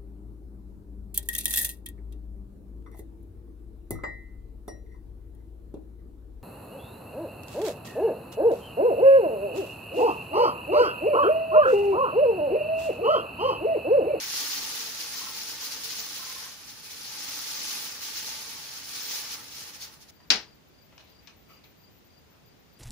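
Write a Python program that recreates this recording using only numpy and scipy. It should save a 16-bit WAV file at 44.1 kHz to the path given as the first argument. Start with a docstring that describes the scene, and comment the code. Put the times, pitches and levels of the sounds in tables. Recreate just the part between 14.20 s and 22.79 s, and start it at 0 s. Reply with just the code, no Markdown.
"""Pellets into a hopper, then a spoon dropped in a shed

Random tiny impacts excite sheet-metal resonances: dry pellets, scraped off a plastic tray, pour in surges.
After a cut, decaying noise bursts and struck modes make a spoon dropped on a bench; filtered friction noise
makes hands on a stack of trays; pulsed tone makes a cricket on the left; an exponential wash gives the shed.
Steady hiss and a thin left-hand whine, jumping in pitch, run throughout; two spaced microphones differ in colour."""
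import sys
import numpy as np
from scipy import signal
from scipy.fft import rfft, irfft
from scipy.io import wavfile
from scipy.ndimage import uniform_filter1d

SR = 44100
rng = np.random.default_rng(int(sys.argv[2]) if len(sys.argv) > 2 else 0)


def level_to_linear(level):
    """Convert decibel levels to linear amplitude factors, elementwise."""
    exponent = np.asarray(level, float) / 20
    return 10 ** exponent


def inscribe(sig):
    """Save sig as 16-bit PCM at rate SR to the path in sys.argv[1].

    A 1-D sig is mono; a 2-D sig holds one channel per row.
    Samples are clipped to [-1, 1] before scaling.
    """
    pcm = np.round(np.clip(np.atleast_2d(sig).T, -1, 1) * 32767)
    wavfile.write(sys.argv[1], SR, pcm.astype(np.int16))


N = 378802


def rms_one(x):
    """Normalization: scale a signal to unit root-mean-square."""
    return x / np.sqrt(np.mean(x ** 2) + 1e-20)


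def at_hz(points, hz, axis=1):
    """Logarithmic frequency scale: interpolate a column of a table along log frequency."""
    return np.interp(np.log(hz), np.log(np.array(points)[:, 0]), np.array(points)[:, axis])


def colour(x, points, axis=1):
    """Minimum-phase filtering: a folded cepstrum gives a causal response that follows a dB table."""
    size = 4096
    hz = np.arange(1, size // 2 + 2) * SR / size
    cepstrum = irfft(np.log(level_to_linear(at_hz(points, hz, axis))))
    cepstrum[1:size // 2] *= 2
    cepstrum[size // 2 + 1:] = 0
    impulse_response = irfft(np.exp(rfft(cepstrum)))
    return signal.oaconvolve(x, impulse_response)[:N]


# Band limits [Hz]
BAND_EDGES = [30, 120, 250, 500, 1000, 1800, 2800, 4000, 5500, 7500, 10000, 13000, 19000]


def split(x):
    """Complementary band splitting: yield (centre [Hz], band); the bands sum to the input less its top."""
    for low, high in zip(BAND_EDGES, BAND_EDGES[1:]):
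        rest = signal.sosfilt(signal.butter(2, high, "high", fs=SR, output="sos"), x)
        yield np.sqrt(low * high), x - rest
        x = rest


def drift(rate_hz):
    """Low-pass random process: noise through a double pole at rate_hz, with unit rms."""
    step = 40   # samples between computed values
    r = np.exp(-2 * np.pi * rate_hz * step / SR)
    noise = rng.standard_normal(N // step + 2002)
    slow = signal.lfilter([1], [1, -2 * r, r * r], noise)[2000:]   # leave out the build-up
    return np.interp(np.arange(N) / step, np.arange(len(slow)), rms_one(slow))


def resonate(x, hz, width_hz):
    """Damped resonance: two poles, with gain 1 at the peak."""
    r = np.exp(-np.pi * width_hz / SR)
    poles = [1, -2 * r * np.cos(2 * np.pi * hz / SR), r * r]
    return signal.lfilter([(1 - r * r) / 2, 0, (r * r - 1) / 2], poles, x + 1e-18)


def strike(modes, hits, spread_db):
    """Modal superposition: every hit rings every mode with a random strength of its own."""
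    out = np.zeros(N)
    at = [round(s * SR) for s, db in hits]
    for hz, level_db, t60_s in modes:
        clicks = np.zeros(N)
        clicks[at] = level_to_linear(np.array(hits)[:, 1] + level_db + rng.normal(0, spread_db, len(at)))
        r, w = level_to_linear(-60 / (t60_s * SR)), 2 * np.pi * hz / SR
        out += signal.lfilter([0, np.sin(w)], [1, -2 * r * np.cos(w), r * r], clicks + 1e-18)
    return out


# Response of the two microphones:
# (frequency [Hz], left relative level [dB], right relative level [dB])
MIC_COLOURS = [(60, -96.5, -97), (200, -91, -89.5), (630, -83.5, -85), (1400, -83, -79), (2500, -77, -76.5),
               (3800, -74, -75.5), (4180, -70.5, -73.5), (5450, -68.5, -74), (6490, -74, -72.5),
               (8050, -86, -82), (10280, -107.5, -74), (13700, -99, -80), (14240, -94, -76),
               (14800, -84, -71.5), (15900, -78, -76)]


def through_mics(pair):
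    """Transducer response: each channel takes its microphone's colour, the loudest table point at 0 dB."""
    top = level_to_linear(-np.max(np.array(MIC_COLOURS)[:, 1:]))
    return top * np.array([colour(pair[0], MIC_COLOURS, axis=1), colour(pair[1], MIC_COLOURS, axis=2)])


# Likeness of left and right at the spaced microphones: (frequency [Hz], correlation [0 to 1])
STEREO_LIKENESS = [(60, 0.67), (150, 1), (380, 0.44), (950, 0.07), (2380, 0), (5980, 0)]


def spread(mid, side, hz):
    """Spatial correlation: left and right are as alike as the microphones' spacing allows."""
    alike = np.clip(at_hz(STEREO_LIKENESS, hz), 0, 1)
    return np.sqrt(1 + alike) * mid + np.sqrt(1 - alike) * side * [[1], [-1]]


# Reverberation time of the shed: (frequency [Hz], time to fall 60 dB [s])
SHED_T60 = [(100, 0.32), (260, 0.25), (700, 0.23), (1840, 0.21), (4850, 0.18), (12800, 0.18)]


def shed(pair):
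    """Diffuse reverberation: noise swells for a few ms and dies exponentially by band, anew at each call."""
    t = np.arange(round(0.7 * SR)) / SR
    tail = 0
    for hz, (mid, side) in split(rng.standard_normal((2, len(t)))):
        tail = tail + spread(mid, side, hz) * level_to_linear(-60 * t / at_hz(SHED_T60, hz))
    tail = tail * (1 - np.exp(-t / 0.009)) * level_to_linear(-29.5)
    return signal.oaconvolve(pair.mean(0)[None], tail, axes=1)[:, :N]


# Steady air and hiss, before the shared rumble is added:
# (frequency [Hz], left density [dB per Hz], right density [dB per Hz])
FLOOR_SPECTRUM = [(30, -111, -114), (61, -86.5, -85.5), (198, -85, -85), (599, -93, -92),
                  (1370, -99, -99.5), (2500, -99, -101), (5200, -103, -106), (7200, -109, -108),
                  (8300, -118, -118), (13900, -114, -116), (14400, -100, -110), (15200, -106, -108),
                  (15600, -115, -118)]


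def floor():
    """Stationary noise: air and hiss are independent at left and right, save for a shared deep rumble."""
    rumble = signal.lfilter(*signal.butter(1, 90, fs=SR), rng.standard_normal(N))
    noise = rng.standard_normal((2, N)) + 1.06 * rumble
    left, right = [colour(noise[k], FLOOR_SPECTRUM, axis=k + 1) for k in (0, 1)]
    return np.sqrt(SR / 2) * np.array([left, right])   # unit noise to unit density per Hz


# Time the whine stays up in each cycle, rounded to whole slots: (time [s], stay [slots])
WHINE_STAY = [(0, 2.5), (5.9, 2.), (6.1, 1.), (6.4, 1.), (6.6, 2.), (6.8, 1.), (7.1, 3.5), (7.5, 5.),
              (7.7, 5.), (7.85, 1.5), (8.6, 1.2)]
SLOT_S, FIRST_CYCLE_S = 0.01706, 0.0668
WHINE_UP_HZ, STRAY_SHARE = 14338, 0.08   # share of slots that are up at random


def whine(up_db, down_db):
    """Frequency-shift keying: a thin tone jumps a fifth up at each eight-slot cycle, and at times at random."""
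    t = np.arange(N) / SR
    slot = np.floor((t - FIRST_CYCLE_S) / SLOT_S).astype(int)
    cycle_start_s = FIRST_CYCLE_S + slot // 8 * 8 * SLOT_S
    stay = np.round(np.interp(cycle_start_s, *np.transpose(WHINE_STAY)))
    stray = rng.random(N // 500)[slot - slot[0]] < STRAY_SHARE
    up = uniform_filter1d(((slot % 8 < stay) | stray) * 1., size=40)   # soften the jumps
    phase = 2 * np.pi * WHINE_UP_HZ * t + 0.35 * drift(60)
    return level_to_linear(up_db) * up * np.sin(phase) + level_to_linear(down_db) * (1 - up) * np.sin(phase * 2 / 3)


# Cricket chirps: (time of the last pulse [s], relative level [dB])
CRICKET_CHIRPS = [(6.038, -56), (6.327, -54), (6.626, -55.5), (6.996, -54), (7.377, -53.5), (7.681, -55),
                  (7.979, -55.5), (8.322, -60), (8.61, -58.5)]
# Pulses of a chirp, counted back from the last: (relative level [dB])
CHIRP_PULSES = [0.5, -0.5, -4.5, -10]
PULSE_GAP_S, CRICKET_HZ = 0.0358, 4730


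def cricket():
    """Amplitude modulation: wing strokes pulse a nearly pure tone, growing through each chirp."""
    t, envelope = np.arange(N) / SR, np.zeros(N)
    for s, db in CRICKET_CHIRPS:
        for k, pulse_db in enumerate(CHIRP_PULSES):
            envelope += level_to_linear(db + pulse_db) * np.exp(-np.abs((t - s + k * PULSE_GAP_S) / 0.0115) ** 3)
    envelope *= level_to_linear(1.5 * drift(70))   # the wing's teeth are uneven
    waver = 0.7 * drift(50)   # phase [rad]
    tone = np.sin(2 * np.pi * CRICKET_HZ * t + waver)
    return envelope * tone * level_to_linear([[-2.5], [-13.]])   # stronger at left


# Hands touch the trays:
# (time [s], relative level [dB], centre [Hz], decay constant [s], left over right [dB])
HAND_TOUCHES = [(6.002, -52.5, 1290, 0.0082, 6), (6.725, -47, 1000, 0.0054, 3),
                (6.779, -40, 2700, 0.0031, 8), (6.799, -50.5, 996, 0.006, 8), (6.9, -54, 5500, .002, 3),
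                (7.073, -42.5, 3000, 0.0042, 15), (7.079, -47.5, 2200, 0.0069, 13),
                (7.128, -58, 840, 0.006, 16)]
# Hands slide on the trays: (start [s], length [s], relative level [dB], centre [Hz])
HAND_SLIDES = [(5.99, .09, -61, 1800), (6.672, 0.28, -55, 2500), (6.779, 0.04, -45, 3500),
               (6.82, 0.13, -54, 3520), (6.99, 0.1, -54, 2200), (7.268, 0.09, -51, 1190),
               (7.286, .06, -47, 2380), (7.34, .06, -52, 2300), (7.437, 0.029, -44, 2400),
               (7.437, 0.018, -44.5, 3600), (8.09, .09, -57, 1270)]
# Spectrum of skin and plastic in contact: (frequency [Hz], relative level [dB])
SKIN_SPECTRUM = [(150, 24.5), (700, 23.5), (2000, 11), (5000, 2), (10000, 1)]


def touches():
    """Friction noise: a touch is a dying scuff, a slide a grainy swell, each broad with one soft resonance."""
    out = np.zeros((2, N))
    t = np.arange(round(0.12 * SR)) / SR
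    for s, db, hz, decay_s, pan_db in HAND_TOUCHES:
        burst = rng.standard_normal(len(t)) * np.exp(-t / decay_s)
        band = signal.butter(2, [0.52 * hz, 2.7 * hz], "band", fs=SR, output="sos")
        scuff = 0.69 * signal.sosfilt(band, burst) + resonate(burst, hz, 0.6 * hz)
        start = round(s * SR)
        out[:, start:start + len(t)] += level_to_linear(db - 0.5 + pan_db / 2 * np.array([[1], [-1]])) * scuff
    grains = 0.8 + 2.2 * (rng.random(N) < 1500 / SR)   # skin sticks and slips, 1500 grains a second
    friction = rng.standard_normal((2, N)) * grains * level_to_linear(1.8 * drift(60))
    for s, length_s, db, hz in HAND_SLIDES:
        span = slice(round(s * SR), round((s + length_s) * SR))
        slide = friction[:, span] * np.hanning(span.stop - span.start) ** 0.23
        soft = resonate(resonate(slide, hz, 0.53 * hz), hz, 0.53 * hz)
        out[:, span] += level_to_linear(db + np.array([[2.5], [-2.5]])) * (0.17 * slide + 0.7 * soft)
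    return np.array([colour(side, SKIN_SPECTRUM) for side in out])


# Spoon dropped on the bench, main hit and bounces: (time [s], relative level [dB])
SPOON_BOUNCES = [(6.1026, -5.5), (6.1046, -7.5), (6.1064, -9.5), (6.1097, -14.5), (6.1133, -13.5),
                 (6.1212, -16), (6.1335, -22.5), (6.1415, -23.5), (6.159, -26)]
# Spectrum of the blow on the bench: (frequency [Hz], relative level [dB])
BLOW_SPECTRUM = [(60, -7), (220, 18), (700, 11), (1150, 10.5), (1700, 13.5), (3500, 8.5), (5200, 7),
                 (6500, 0.5), (9000, -6.5), (15000, -14.5)]
# Modes of the bench and the spoon lying on it:
# (frequency [Hz], relative level [dB], time to fall 60 dB [s])
BENCH_MODES = [(58, -23, .4), (201, -26, 0.42), (280, -20.5, 0.22), (429, -25, 0.33), (912, -28.5, .25),
               (1469, -28, 0.17), (1782, -25.5, 0.17), (2369, -31, .2), (2939, -23, .18),
               (3531, -22, 0.136), (3960, -28, .2), (4690, -29, 0.206), (5140, -29, .2), (5570, -25, 0.16)]


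def spoon_drop():
    """Impact excitation: contacts clatter, bench modes ring, and the walls return the first blow as a wash."""
    out = np.zeros((2, N))
    t = np.arange(round(0.03 * SR)) / SR
    envelope = np.exp(-t / 0.0035) * (1 - np.exp(-t / 0.00022))
    for s, db in SPOON_BOUNCES:
        # mostly unlike at the two microphones
        clatter = rng.standard_normal((2, len(t))) + 0.23 * rng.standard_normal(len(t))
        start = round(s * SR)
        out[:, start:start + len(t)] += level_to_linear(db) * clatter * envelope
    # a small object radiates no bass
    out = signal.sosfilt(signal.butter(2, 1600, "high", fs=SR, output="sos"), out)
    blow = np.zeros((1, N))
    blow[0, round(SPOON_BOUNCES[0][0] * SR)] = level_to_linear(14.0)
    thud = strike(BENCH_MODES, SPOON_BOUNCES, spread_db=4.5)
    thud = np.array([np.roll(thud, 10), thud])   # reaches the left microphone ten samples late
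    bright = np.array([colour(side, BLOW_SPECTRUM) for side in out + shed(blow)])
    return bright * level_to_linear([[1.5], [-1.5]]) + thud


# The spoon bumps the tray: (time [s], relative level [dB])
TRAY_BUMPS = [(0.957, -50), (1.015, -44), (1.069, -39.5), (1.088, -40), (1.424, -48), (1.9948, -49),
              (2.025, -45), (2.069, -45.5), (2.1, -46), (2.162, -44), (2.225, -50), (2.262, -49)]
# Tray modes: (frequency [Hz], relative level [dB], time to fall 60 dB [s])
TRAY_MODES = [(1038, -2, 0.17), (1074, -6, 0.18), (1330, -9.5, 0.22), (1820, -15, 0.27)]
# The spoon's tip catches a rib of the tray: (time [s], relative level [dB])
RIB_CATCHES = [(5.602, -42), (5.613, -36), (5.632, -63)]
# Spoon modes: (frequency [Hz], relative level [dB], time to fall 60 dB [s])
SPOON_MODES = [(3600, -6, 0.13), (4470, -3.5, 0.19), (6530, -6., .1)]


def spoon_on_tray():
    """Modal response: bumps ring the tray, and catches on its rib ring the spoon."""
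    bumps = strike(TRAY_MODES, TRAY_BUMPS, spread_db=3.5) * level_to_linear([[10.], [15.]])
    catches = strike(SPOON_MODES, RIB_CATCHES, spread_db=4.0) * level_to_linear([[1.5], [-1.5]])
    return bumps + catches


# The steady trickle off the tilted tray: (time [s], level [dB])
TRICKLE_LEVEL = [(0.0, -39), (0.2, -36.5), (0.45, -39), (0.8, -42), (1.1, -45), (1.9, -42.5), (2.1, -42.5),
                 (2.26, -44), (2.38, -52), (2.62, -50.5), (2.85, -44), (3.3, -39.5), (3.68, -41),
                 (3.795, -47), (3.9, -43), (4.5, -45.5), (4.63, -47), (4.75, -40.5), (5.07, -43.5),
                 (5.2, -49.5), (5.55, -52.5), (5.68, -53.5), (5.76, -70), (5.9, -65)]
# The spoon pushes a heap over the edge: (time of the crest [s], level [dB], fall constant [s])
FLOW_SURGES = [(0.17, -37.5, 0.039), (0.333, -38.5, 0.06), (0.59, -40.5, 0.053), (0.813, -41, 0.024),
               (0.983, -42, 0.13), (1.198, -43, 0.059), (1.299, -42, 0.036), (1.45, -39.5, 0.036),
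               (1.527, -40, 0.018), (1.647, -40.5, .02), (1.707, -40.5, 0.019), (1.775, -42, 0.048),
               (1.964, -43, 0.026), (2.498, -47, 0.016), (2.653, -50, .02), (2.72, -46, 0.019),
               (3.04, -42, 0.015), (3.137, -44, 0.033), (3.51, -41.5, 0.092), (3.854, -41, 0.042),
               (3.98, -39.5, 0.037), (4.092, -42.5, 0.06), (4.218, -45.5, 0.018), (4.31, -44.5, 0.018),
               (4.568, -46, 0.014), (4.934, -39.5, 0.072), (5.128, -41.5, 0.025), (5.39, -45.5, 0.062),
               (5.49, -49.5, 0.017), (5.55, -49.5, 0.013), (5.629, -43.5, 0.021), (5.734, -57.5, 0.031),
               (5.822, -57, 0.018), (5.895, -54.5, 0.012)]
RISE_SHARE = 0.82   # a surge rises in this share of the time it takes to fall


def flow():
    """Power addition of incoherent sources: shower level [dB] from the trickle plus every surge."""
    t = np.arange(0, N + 50, 50) / SR
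    power = level_to_linear(2 * np.interp(t, *np.transpose(TRICKLE_LEVEL)))
    for s, db, fall_s in FLOW_SURGES:
        width_s = fall_s * np.where(t < s, RISE_SHARE, 1)
        power = power + level_to_linear(2 * db) * np.exp(-((t - s) / width_s) ** 2)
    return np.interp(np.arange(N) / SR, t, 10 * np.log10(power))


def patter(per_s, level_db, q):
    """Lightly damped ringing: larger pellets bounce singly on the sheet, each pinging at one of 24 pitches."""
    sizes = level_to_linear(3.0 * np.minimum(rng.exponential(1, (2, N)), 3))
    clicks = (rng.random((2, N)) < per_s / SR) * sizes
    dealt, pitches = rng.integers(0, 24, (2, N)), np.geomspace(1100, 9000, 24)
    pings = sum(resonate(clicks * (dealt == k), hz, hz / q) / np.sqrt(hz) for k, hz in enumerate(pitches))
    return level_to_linear(level_db) * rms_one(pings)


# Hopper wall modes: (frequency [Hz], bandwidth [Hz], relative level [dB])
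HOPPER_MODES = [(211, 12, 7), (275, 21, 6), (306.4, 9, 3.5), (446.7, 15, 5), (469, 3, 2), (538, 5.7, -1),
                (832, 16.4, 4.5), (874, 16, 4), (888.6, 10, 3.5), (1158, 21, -2), (1504, 5.6, 5.5),
                (1833, 7.2, 0.5)]


def hopper_walls(grains):
    """Forced resonance: impacts drive the sheet-metal modes, whose strengths drift independently."""
    return level_to_linear(2.0) * sum(level_to_linear(db + 2.7 * drift(2.9)) * resonate(grains, hz, width_hz)
                          for hz, width_hz, db in HOPPER_MODES)


WALL_LAG_S, WALL_FOLLOWS = 0.066, 0.81   # the walls answer late and swing less than the flow
# dB of extra treble per dB of flow, and per dB that the flow runs ahead of the walls
FINE_BRIGHTENS, FINE_LEADS = 0.06, 0.12


def pellets(per_s, size_db, blur, patchy_db):
    """Shot noise: clumped tiny impacts, partly blurred by the hopper's echoes, ring its walls along."""
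    flow_db = flow()
    r = np.exp(-1 / (WALL_LAG_S * SR))
    lagged_db = signal.lfilter([1 - r], [1, -r], flow_db - flow_db[0]) + flow_db[0]
    body_db = WALL_FOLLOWS * lagged_db - flow_db
    fine_db = FINE_BRIGHTENS * flow_db + FINE_LEADS * (flow_db - lagged_db)
    fine_db = fine_db + 1.64 * drift(30) + 0.74 * drift(7.2)   # the treble comes in spurts

    lands = rng.random((2, N)) < per_s * level_to_linear(2.2 * drift(30)) / SR
    sizes = level_to_linear(size_db * np.minimum(rng.exponential(1, (2, N)), 5)) * rng.choice([-1, 1], (2, N))
    grains = rms_one(lands * sizes) + blur * rng.standard_normal((2, N))
    grains = grains + hopper_walls(grains)
    grains = grains + patter(per_s=2500, level_db=-7.0, q=80.0)

    out = 0
    for hz, (mid, side) in split(grains):
        tilt_db = (hz > 7500) * (fine_db - np.median(fine_db))
        flicker_db = (patchy_db + 1.4 * (hz > 13000)) * drift(13.4)
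        out = out + level_to_linear(tilt_db + flicker_db) * spread(mid, side, hz)
    out = through_mics(out)
    for edge_hz in (1500, 2800):   # the lows follow the walls fully, the low mids half-way
        low = signal.sosfiltfilt(signal.butter(3, edge_hz, fs=SR, output="sos"), out)
        out = out + low * (level_to_linear((body_db - np.median(body_db)) / 2) - 1)
    # the flow level is that of the strongest octave
    core = signal.sosfilt(signal.butter(4, [3500, 7000], "band", fs=SR, output="sos"), out.mean(0))
    return level_to_linear(flow_db) * out / np.std(core)


CUT_S = 5.907   # the hopper stops here


def scene():
    """Linear superposition: the hopper up to the cut, the bench and its room after it, the floor throughout."""
    hands, insect = touches(), cricket()
    insect = insect + level_to_linear(-6) * shed(insect)
    bench = through_mics(spoon_drop() + hands + shed(hands)) + insect
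    shower = pellets(per_s=6000, size_db=3.0, blur=0.85, patchy_db=0.4)
    hopper = (shower + through_mics(spoon_on_tray())) * (np.arange(N) / SR < CUT_S)
    return hopper + bench + floor()


def band_limit(x):
    """A steep low-pass at the top of the band."""
    return signal.sosfilt(signal.butter(12, 16810, fs=SR, output="sos"), x)


def record(dry):
    """Band limiting: the whine leaks in at left, the right lags two samples, rumble and the top are cut."""
    wet = dry + whine(up_db=-59.5, down_db=-77.0) * [[1], [0]]
    wet[1, 2:] = wet[1, :-2].copy()
    wet = signal.sosfilt(signal.butter(2, 40, "high", fs=SR, output="sos"), wet)
    wet = signal.sosfilt(signal.ellip(12, 0.5, 60, 15600, fs=SR, output="sos"), wet)
    return band_limit(wet)


dry = scene()
out = record(dry)
inscribe(out)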